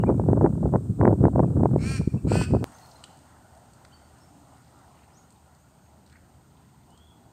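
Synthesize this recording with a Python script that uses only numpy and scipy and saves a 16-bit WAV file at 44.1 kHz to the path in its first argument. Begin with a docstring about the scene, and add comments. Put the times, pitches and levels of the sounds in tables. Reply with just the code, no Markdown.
"""Gusts of wind rumble and thump on the microphone while ducklings peep faintly on a creek bank.
A duck quacks twice: pulses from its voice box ring in its throat and bill, and the banks echo them.
With a sharp click the sound cuts to a sheltered spot by the rocks. The creek washes and trickles,
ducks dabble with soft sloshes and ticks of spray and bubbles, and small birds chirp in the distance.
A far hum swells once, and the camera whines very softly throughout."""
import sys
import numpy as np
from scipy import signal
from scipy.fft import rfft, irfft, next_fast_len
from scipy.io import wavfile
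from scipy.ndimage import uniform_filter1d, map_coordinates

SR = 44100
rng = np.random.default_rng(int(sys.argv[2]) if len(sys.argv) > 2 else 0)


def materialize(psi):
    """Save the field psi as 16-bit PCM at rate SR to the path in sys.argv[1].

    A 1-D psi becomes a single channel; in a 2-D psi each row is a channel.
    """
    bounded = np.clip(np.atleast_2d(psi).T, -1, 1)
    quanta = np.round(bounded * 32767).astype(np.int16)
    wavfile.write(sys.argv[1], SR, quanta)


N = 322812
TIME_S = np.arange(N) / SR
CALM_AT_S = 2.6425  # the sound cuts from the windy bank to the calm creek
CALM_LENGTH_S = N / SR - CALM_AT_S


def amp(db):
    """Turn decibels into a number to multiply by."""
    return 10 ** (np.asarray(db) / 20)

def unit(x):
    """Scale a sound to an average strength (rms) of 1."""
    return x / np.sqrt(np.mean(x ** 2) + 1e-20)

def along(points, hz):
    """Read between (pitch_hz, value) points, giving each octave equal room."""
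    pitches, values = np.transpose(points)
    return np.interp(np.log(hz + 1), np.log(pitches), values)

def curves(rows):
    """Join timed rows with straight lines: one curve for each column after the time."""
    times, *columns = np.transpose(rows)
    return [np.interp(TIME_S, times, column) for column in columns]

def wobble(rate):
    """A smooth curve through `rate` random values a second."""
    return map_coordinates(rng.standard_normal(int(N * rate / SR) + 4), [TIME_S * rate], mode="nearest")

def filtered(x, response):
    """Multiply each frequency in a sound by response(hz)."""
    size = next_fast_len(len(x) + 8192)
    return irfft(rfft(x, size) * response(np.fft.rfftfreq(size, 1 / SR)), size)[:len(x)]

def band(x, centre_hz, octaves):
    """Keep mostly what lies within `octaves` of a pitch."""
    return filtered(x, lambda hz: np.exp(-(np.log2((hz + 1) / centre_hz) / octaves) ** 2))

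def noise(tone, size=N):
    """Noise of strength 1; (pitch_hz, level_db) points set only the balance of low and high."""
    return unit(filtered(rng.standard_normal(size), lambda hz: amp(along(tone, hz))))

def even(x, span_s):
    """Flatten any swells slower than span_s."""
    return x / np.sqrt(np.abs(uniform_filter1d(x ** 2, int(span_s * SR))) + 1e-9)

def patchy(x, depth_db):
    """Make random patches of time and pitch louder or softer."""
    spectra = signal.stft(x, nperseg=512)[2]
    patches = uniform_filter1d(rng.standard_normal(spectra.shape), size=5, axis=0)
    patches = uniform_filter1d(patches, size=14, axis=1)
    return unit(signal.istft(spectra * amp(depth_db * unit(patches)), nperseg=512)[1][:N])

def add(track, start_s, sound):
    """Mix a short sound into the track."""
    start = max(round(start_s * SR), 0)
    part = track[start:start + len(sound)]
    part += sound[:len(part)]


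# The breeze that stays between gusts: time_s, rumble_db
BREEZE_LEVELS = [(0, -22), (0.5, -25), (0.84, -32), (0.96, -35.5), (1.18, -30.5), (1.48, -24),
                 (1.93, -26.5), (2.05, -41), (2.21, -44.5), (2.3, -29.5), (2.45, -34.5), (2.51, -23.5),
                 (2.61, -36.5)]
# The gusts on top of it: start_s, length_s, rumble_db, flutter_db
WIND_GUSTS = [(0.071, 0.044, -28, -20.5), (0.29, 0.042, -18.5, -30.5), (0.36, 0.066, -22.5, -27.5),
              (0.434, 0.019, -22, -13.5), (0.626, 0.049, -22, -27), (0.732, 0.027, -19, -21),
              (0.9, 0.0068, -21, -47), (1.001, 0.13, -18.5, -21.5), (1.2, 0.012, -16.5, -27.5),
              (1.237, 0.024, -15.5, -17), (1.351, 0.094, -21, -26), (1.559, 0.096, -21.5, -28),
              (1.71, 0.054, -22.5, -31), (1.999, 0.013, -20.5, -33), (2.143, 0.012, -20, -30),
              (2.249, 0.034, -23, -33.5), (2.307, 0.11, -22, -32.5), (2.531, 0.029, -18, -24.5),
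              (2.614, 0.007, -25.5, -28)]

def gusting(attack_s=0.011, release_s=0.018, flutter_lag_s=0.0067, flutter_speedup=1.57):
    """Strength of the rumble and the flutter: each gust rises, holds and dies away over the breeze."""
    def fade(start_s, end_s):
        return np.maximum(start_s - TIME_S, 0) / attack_s + np.maximum(TIME_S - end_s, 0) / release_s

    breeze_db, = curves(BREEZE_LEVELS)
    above_average_db = breeze_db - breeze_db[TIME_S < CALM_AT_S].mean()
    rumble_power = amp(breeze_db) ** 2
    flutter_power = amp(-45.5 + 1.5 * above_average_db) ** 2
    for start_s, length_s, rumble_db, flutter_db in WIND_GUSTS:
        end_s = start_s + length_s
        rumble_power += amp(rumble_db) ** 2 * np.exp(-2 * fade(start_s, end_s))
        # small swirls set in later than large ones, and come and go faster
        flutter_fade = flutter_speedup * fade(start_s + flutter_lag_s, end_s)
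        flutter_power += amp(flutter_db) ** 2 * np.exp(-2 * flutter_fade)
    return np.sqrt(rumble_power), np.sqrt(flutter_power)

def lesser_swirls(flutter_strength, count, top_hz=390, above_flutter_db=11.5):
    """Swirls of air arrive at random; the faster the air, the harder and higher they sound."""
    times_s = (np.arange(count) + rng.random(count)) * CALM_AT_S / count
    strength = flutter_strength[(times_s * SR).astype(int)]
    scatter = np.exp(0.13 * rng.standard_normal(count))
    pitches_hz = top_hz * (strength / flutter_strength.max()) ** 0.22 * scatter
    return list(zip(times_s, 20 * np.log10(strength) + above_flutter_db, pitches_hz))

# The hardest swirls that hit the microphone: time_s, level_db, pitch_hz
HARD_SWIRLS = [(0.038, -11, 530), (0.1979, -12.5, 382), (0.2879, -7, 284), (0.3322, -5.5, 300),
               (0.412, -10.5, 432), (0.4513, -11, 378), (0.4626, -12, 564), (0.6574, -13.5, 320),
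               (0.7389, -10, 390), (0.7588, -11.5, 497), (1.0132, -12, 642), (1.0538, -8, 733),
               (1.0773, -1.5, 385), (1.2402, -3, 249), (1.2829, -12, 396), (1.3598, -9, 360),
               (1.3944, -6.5, 427), (1.402, -6, 351), (1.6345, -7.5, 326), (1.6577, -4, 406),
               (1.7618, -6.5, 278), (2.077, -8, 138), (2.3188, -8.5, 333), (2.3558, -10.5, 350),
               (2.4138, -18, 606), (2.5375, -9.5, 302)]

def thumps(flutter_strength, wake_share=0.33):
    """A passing swirl is one smooth push and pull; the smaller it is, the higher it sounds."""
    track = np.zeros(N)
    t = np.arange(-SR // 110, SR // 110) / SR
    swirls = HARD_SWIRLS + lesser_swirls(flutter_strength, count=70)
    for (time_s, level_db, pitch_hz), phase in zip(swirls, rng.uniform(0, 2 * np.pi, len(swirls))):
        push = np.real(np.exp(1j * phase) / (1 - 1j * np.pi * pitch_hz * t) ** 3)
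        add(track, time_s + t[0], amp(level_db) * push)
    # each swirl trails a few milliseconds of smaller ones
    wake = rng.standard_normal(SR // 50) * amp(np.linspace(0, -60, SR // 50))
    return track + wake_share * signal.fftconvolve(track, wake / np.linalg.norm(wake))[:N]

# The tone of large and of small swirls of air: pitch_hz, level_db
RUMBLE_TONE = [(20, -34.5), (32, -27.5), (45, -16.5), (60, -7.5), (90, -3.5), (125, -1), (180, -4.5),
               (260, -11), (400, -22.5), (700, -56), (1500, -94)]
FLUTTER_TONE = [(60, -37.5), (150, -13), (280, 1), (450, -4), (700, -14), (1000, -22), (1500, -32.5),
                (2200, -54.5), (3500, -71)]

def wind(lumps_db=10, overload=0.68, low_cut_hz=42, high_cut_hz=2240):
    """Air hits the microphone: large swirls rumble, smaller ones flutter and single ones thump."""
    rumble_strength, flutter_strength = gusting()
    rumble = rumble_strength * even(noise(RUMBLE_TONE), span_s=0.045)
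    lumpy_noise = noise(FLUTTER_TONE) * amp(lumps_db * wobble(130))
    flutter = flutter_strength * amp(-0.5) * even(lumpy_noise, span_s=0.036)
    pressure = rumble + flutter + thumps(flutter_strength)
    # the hardest blows overload the microphone softly
    pressure = pressure / (1 + (pressure / overload) ** 4) ** 0.25
    # its opening lets in neither the slowest swells nor the finest swirls
    return filtered(pressure,
                    lambda hz: (1 - np.exp(-(hz / low_cut_hz) ** 4)) / (1 + (hz / high_cut_hz) ** 6))

# The tone of the air on the open bank: pitch_hz, level_db
BANK_AIR_TONE = [(200, 6), (800, 8.5), (1400, 2), (2000, -10.5), (2800, -10), (3500, -9.5), (4500, -9.5),
                 (5800, -10), (7000, -3.5), (8400, 3), (9000, -2.5), (10300, -16.5), (13000, -16),
                 (15600, -20)]

def bank_air(level_db):
    """A soft, steady rush lies under the gusts."""
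    return amp(level_db) * noise(BANK_AIR_TONE)

def camera_whine(pitch_hz, level_db):
    """The camera's electronics give off a thin, slightly unsteady tone."""
    return amp(level_db) * np.sin(2 * np.pi * pitch_hz * TIME_S + 0.3 * wobble(12))

def whistles(calls, gain_db, waver, top_at, flicker_db=2):
    """Each bird call is a wavering whistle, highest at the share top_at of its length."""
    track = np.zeros(N)
    unsteady = 1 + waver * wobble(300)
    flicker = unit(amp(flicker_db * wobble(120)))
    for start_s, length_s, top_hz, climb_share, level_db in calls:
        progress = np.linspace(0, 1, int(length_s * SR))
        pitch_hz = top_hz * (1 - climb_share * (1 - progress / top_at) ** 2) * unsteady[:len(progress)]
        swell = 4 * np.sqrt(progress * (1 - progress))
        add(track, start_s, amp(level_db + gain_db) * swell * np.sin(2 * np.pi * np.cumsum(pitch_hz) / SR))
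    return track * flicker

# Duckling peeps: start_s, top_hz, relative_level_db
DUCKLING_PEEPS = [(0.0, 2885, -63.5), (0.055, 2410, -54.5), (1.443, 2600, -72), (2.165, 2660, -61)]

def ducklings(length_s=0.038, climb_share=0.16):
    """Each peep is a short whistle that rises and falls in an even arch."""
    calls = [(start_s, length_s, top_hz, climb_share, db) for start_s, top_hz, db in DUCKLING_PEEPS]
    return whistles(calls, gain_db=-4, waver=0.015, top_at=0.5)

# How long the banks' echo takes to fade by 60 dB: pitch_hz, fade_s
ECHO_FADES = [(300, 0.64), (2500, 0.6), (5000, 0.67), (12000, 0.46)]

def bank_echo(x, paths=4):
    """Banks and trees scatter a sound; moving air keeps reshuffling the paths of the echo."""
    echo = np.zeros(N)
    for path in range(paths):
        hz, t, spectra = signal.stft(rng.standard_normal(SR * 3 // 4), SR, nperseg=256)
        fade = amp(-60 * t / along(ECHO_FADES, hz)[:, None])
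        tail = signal.istft(spectra * fade, SR, nperseg=256)[1]
        share = np.sqrt(2 / paths) * np.cos(np.pi * (14 * TIME_S + path / paths))
        echo += signal.fftconvolve(x * share, tail / np.linalg.norm(tail))[:N]
    return echo

# The duck's voice, weaker in the bass and the highest treble: pitch_hz, level_db
VOICE_TONE = [(150, -20.5), (400, -18), (900, -2), (9000, 1), (10000, -15), (11000, -17), (12100, -12),
              (13400, -29)]

def throat_and_bill(source, opening, rings, closed_scale):
    """Throat and bill ring at a few pitches, which rise as the bill opens."""
    def ringing(hz):
        return sum(amp(db) * 1j * hz * width_hz / (ring_hz ** 2 - hz ** 2 + 1j * hz * width_hz)
                   for ring_hz, width_hz, db in rings)

    voice = np.zeros(N)
    for gape in (0, 0.5, 1):  # blend a closed, a half-open and an open bill
        share = np.clip(1 - 2 * np.abs(opening - gape), 0, 1)
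        scale = closed_scale + (1 - closed_scale) * gape
        voice += filtered(source * share, lambda hz: ringing(hz / scale) * amp(along(VOICE_TONE, hz)))
    return voice

def quack(call, rings, jitter, rasp, flicker_db, closed_scale, top_at=0.6, pitch_drop=0.22, swell_db=25.5):
    """The voice box snaps shut once a cycle; its pulses and raspy breath ring the throat and bill."""
    start_s, length_s, top_hz, level_db = call
    t = TIME_S - start_s
    # effort climbs until the share top_at of the quack, then collapses; the pitch follows it
    rise = np.clip(t / length_s / top_at, 0, 1)
    fall = np.clip((t / length_s - top_at) / (1 - top_at), 0, 1)
    effort = np.clip(np.sin(np.pi / 2 * rise) ** 1.4 - 0.8 * fall ** 3, 0, 1)
    pitch_hz = top_hz * (1 - pitch_drop * (1 - effort))
    cycles = np.cumsum(pitch_hz * (1 + jitter * wobble(160))) / SR
    samples_from_pulse = (cycles - np.round(cycles)) * SR / pitch_hz
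    pulses = np.sinc(samples_from_pulse) * np.exp(-(samples_from_pulse / 8) ** 2)
    pulses *= amp(flicker_db * wobble(250))
    breath = rng.standard_normal(N) * np.exp(-3 * (cycles % 1))
    source = unit(pulses) + rasp * (3 - 2 * effort) * unit(breath)  # hoarsest at both ends
    opening = np.maximum.accumulate(effort)  # the bill opens and stays open
    voice = throat_and_bill(source, opening, rings, closed_scale)
    swell = amp(level_db - swell_db * (1 - rise) ** 2.7)
    gate = np.clip(np.minimum(t / 0.012, (length_s - t) / 0.034), 0, 1)
    return even(voice, span_s=0.022) * swell * gate

def gravel_echo(x, fade_s):
    """Rough ground close to the duck throws back a brief, dense spray of echoes."""
    t = np.arange(SR // 8) / SR
    echoes = rng.standard_normal(len(t)) * amp(-60 * t / fade_s) * (t > 0.003)
    return signal.fftconvolve(x, echoes / np.linalg.norm(echoes))[:N]

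# The two quacks: start_s, length_s, top_hz, level_db
DUCK_QUACKS = [(1.77, 0.232, 271, -40), (2.26, 0.205, 253.9, -36)]
# Where the throat and open bill ring in each quack: pitch_hz, width_hz, relative_level_db
FIRST_RINGS = [(1460, 260, -5.5), (1780, 480, -2.5), (2350, 110, 7.5), (4350, 510, -4.5), (5530, 200, -4),
               (6900, 870, -13), (8440, 1200, -10), (11900, 730, -14.5)]
SECOND_RINGS = [(1464, 240, 1.5), (1980, 570, -11), (2546, 84, 5), (4470, 480, -7.5), (5500, 490, -23),
                (7450, 500, -10.5), (8240, 150, -6), (11700, 700, -15)]

def duck():
    """The duck quacks twice, and the ground and the banks throw the sound back."""
    first = quack(DUCK_QUACKS[0], FIRST_RINGS, jitter=0.0056, rasp=0.29, flicker_db=1, closed_scale=0.92)
    second = quack(DUCK_QUACKS[1], SECOND_RINGS, jitter=0.0042, rasp=0.36, flicker_db=1.5,
                   closed_scale=0.904)
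    quacks = first + second
    return quacks + amp(-9) * gravel_echo(quacks, fade_s=0.12) + amp(-10) * bank_echo(quacks)

def cut_click(level_db, width_s):
    """A sharp click where the sound cuts abruptly from the windy bank to the calm creek."""
    left_s = CALM_AT_S - TIME_S
    return -amp(level_db) * np.exp(-(left_s / width_s) ** 2) * (left_s > 0)

# The background by the rocks, in relative levels: time_s, rumble_db, creek_db, hiss_db
SHELTER_LEVELS = [(2.68, -52, -56.5, -62.5), (2.75, -59, -57, -63.5), (3.35, -59, -61, -68),
                  (4.5, -59, -61.5, -68), (5.7, -61.5, -65, -71), (6.0, -58.5, -65.5, -71),
                  (7.32, -59, -65.5, -71.5)]
# The tone of each of its three parts: pitch_hz, level_db
FAR_RUMBLE_TONE = [(20, -54), (32, -47), (45, -11.5), (65, -6.5), (77, 4), (95, -6), (120, 0), (170, -5),
                   (290, -9.5), (420, -16.5), (800, -35), (2000, -53)]
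CREEK_TONE = [(200, -29), (450, -14.5), (600, -5), (770, -1), (950, -4.5), (1180, -10.5), (1400, -7.5),
              (1650, -16.5), (2000, -17.5), (2400, -27), (4000, -38), (8000, -54)]
HISS_TONE = [(1500, -9), (2400, -2.5), (2900, 0.5), (3700, -2), (4500, 0.5), (5700, -3.5), (6500, 2),
             (7600, 1.5), (8750, 6.5), (9300, -5), (10200, -10.5), (11200, -13), (12400, -7), (15700, -21)]

def sheltered_air():
    """A far rumble, the wash of the creek and a fine, even hiss."""
    rumble_db, creek_db, hiss_db = curves(SHELTER_LEVELS)
    rumble = amp(rumble_db + 2.5) * even(noise(FAR_RUMBLE_TONE), span_s=0.15)
    creek = amp(creek_db + 2) * patchy(noise(CREEK_TONE), depth_db=2.4)
    hiss = amp(hiss_db + 1.5) * noise(HISS_TONE)
    return rumble + creek + hiss

def trickle(quietest_db, spread_db, count):
    """Tiny bubbles burst among the rocks, each a quick rising ping."""
    track = np.zeros(N)
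    t = np.arange(SR // 40) / SR
    for when, height, size in rng.random((count, 3)):
        pitch_hz = 1400 * 6 ** height
        bubble = np.sin(2 * np.pi * pitch_hz * t * (1 + 4 * t)) * np.exp(-pitch_hz * t / 9)
        add(track, CALM_AT_S + when * CALM_LENGTH_S, amp(quietest_db + spread_db * size ** 3) * bubble)
    return track

# Water sloshing around a bill: start_s, length_s, relative_level_db, pitch_hz
BILL_SLOSHES = [(2.687, 0.4, -61.5, 5000), (2.701, 0.3, -67.5, 13000), (4.5, 0.55, -71.5, 4300),
                (4.8, 0.24, -58, 820), (4.882, 0.27, -67.5, 2380), (6.031, 0.16, -71, 4170),
                (6.086, 0.12, -59.5, 1660), (6.42, 0.58, -75, 3320)]

def sloshing(gain_db, grain_db):
    """Stirred water gives short swells of grainy noise."""
    track = np.zeros(N)
    for start_s, length_s, level_db, pitch_hz in BILL_SLOSHES:
        swell = np.sin(np.pi * np.linspace(0, 1, int(length_s * SR)))
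        grains = rng.standard_normal(len(swell)) * amp(grain_db * wobble(150)[:len(swell)])
        wash = unit(band(grains, pitch_hz, octaves=0.56))
        add(track, start_s, amp(level_db + gain_db) * swell * wash)
    return track

# Small birds far away: start_s, length_s, top_hz, climb_share, relative_level_db
BIRD_CHIRPS = [(2.739, 0.028, 6470, 0.03, -56.5), (2.811, 0.049, 4420, 0.064, -57),
               (2.953, 0.016, 4200, 0.03, -58), (3.915, 0.024, 3200, 0.18, -61),
               (3.926, 0.027, 4600, 0.03, -57.5), (4.2, 0.05, 5520, 0.05, -65),
               (5.13, 0.087, 6830, 0.3, -61.5), (5.583, 0.07, 7000, 0.16, -71),
               (5.82, 0.06, 6650, 0.04, -72), (6.889, 0.25, 3355, 0.14, -64)]

def distant_birds():
    """Each chirp is a whistle that slides up and levels off."""
    return whistles(BIRD_CHIRPS, gain_db=-7, waver=0.022, top_at=0.8)

# The clearest dabbles and drops: start_s, relative_level_db, pitch_hz
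WATER_TICKS = [(3.039, -31.5, 2820), (3.172, -51, 8450), (3.734, -49, 7660), (3.849, -42, 1290),
               (5.305, -49, 7300), (6.063, -53, 4030), (6.098, -54, 2750), (6.126, -51, 1620),
               (6.976, -50, 7300)]
# The tone of their spray: pitch_hz, level_db
SPRAY_TONE = [(800, -25), (2000, -1.5), (2900, -8), (3600, -2), (4400, 5), (5800, -5), (8700, 6),
              (10500, -18), (15000, -22)]

def dabbling(faint_count, spray_fade_s=0.022, bubble_fade_s=0.028):
    """Each tick is a puff of spray and a small bubble whose pitch rises; faint ones fall at random."""
    track = np.zeros(N)
    t = np.arange(SR // 12) / SR
    onset = 1 - np.exp(-t / 0.00027)
    faint_ticks = [(CALM_AT_S + when * CALM_LENGTH_S, -54.5, 7500 * 2 ** ((height - 0.5) / 2))
                   for when, height in rng.random((faint_count, 2))]
    for start_s, level_db, pitch_hz in WATER_TICKS + faint_ticks:
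        puff = unit(band(noise(SPRAY_TONE, size=len(t)), pitch_hz, octaves=2.1))
        spray = amp(-4.5 - 60 * t / spray_fade_s) * puff
        bubble = amp(-7 - 60 * t / bubble_fade_s) * np.sin(2 * np.pi * pitch_hz * t * (1 + 14 * t))
        add(track, start_s, amp(level_db) * (spray + bubble) * onset)
    return track

def far_hum(loudest_at_s=4.45, swell_s=0.31, pitch_hz=283, width_hz=32, level_db=-61):
    """A low hum swells and fades once, far away."""
    hum = filtered(rng.standard_normal(N), lambda hz: np.exp(-((hz - pitch_hz) / width_hz) ** 2))
    return amp(level_db) * unit(hum) * np.exp(-((TIME_S - loudest_at_s) / swell_s) ** 2)


def scene():
    """The windy bank, then an abrupt cut to the sheltered rocks."""
    windy = duck() + wind() + bank_air(level_db=-59.5)
    click = cut_click(level_db=-15, width_s=0.0007)
    water = trickle(quietest_db=-73, spread_db=12, count=140)
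    water += dabbling(faint_count=10) + sloshing(gain_db=-3.5, grain_db=6)
    calm = sheltered_air() + far_hum() + water + amp(-9) * bank_echo(water)
    peeps, chirps = ducklings(), distant_birds()
    birds = peeps + chirps + bank_echo(amp(-9) * peeps + amp(-2) * chirps)
    windy += camera_whine(pitch_hz=13490, level_db=-77)
    calm += camera_whine(pitch_hz=13571, level_db=-78)
    return (np.where(TIME_S < CALM_AT_S, windy, calm) + click + birds)[None]

TREBLE_LIMIT_HZ = 15719

def record(dry):
    """The camera keeps nothing above its treble limit."""
    return filtered(dry[0], lambda hz: hz < TREBLE_LIMIT_HZ)[None]


dry = scene()
out = record(dry)
materialize(out)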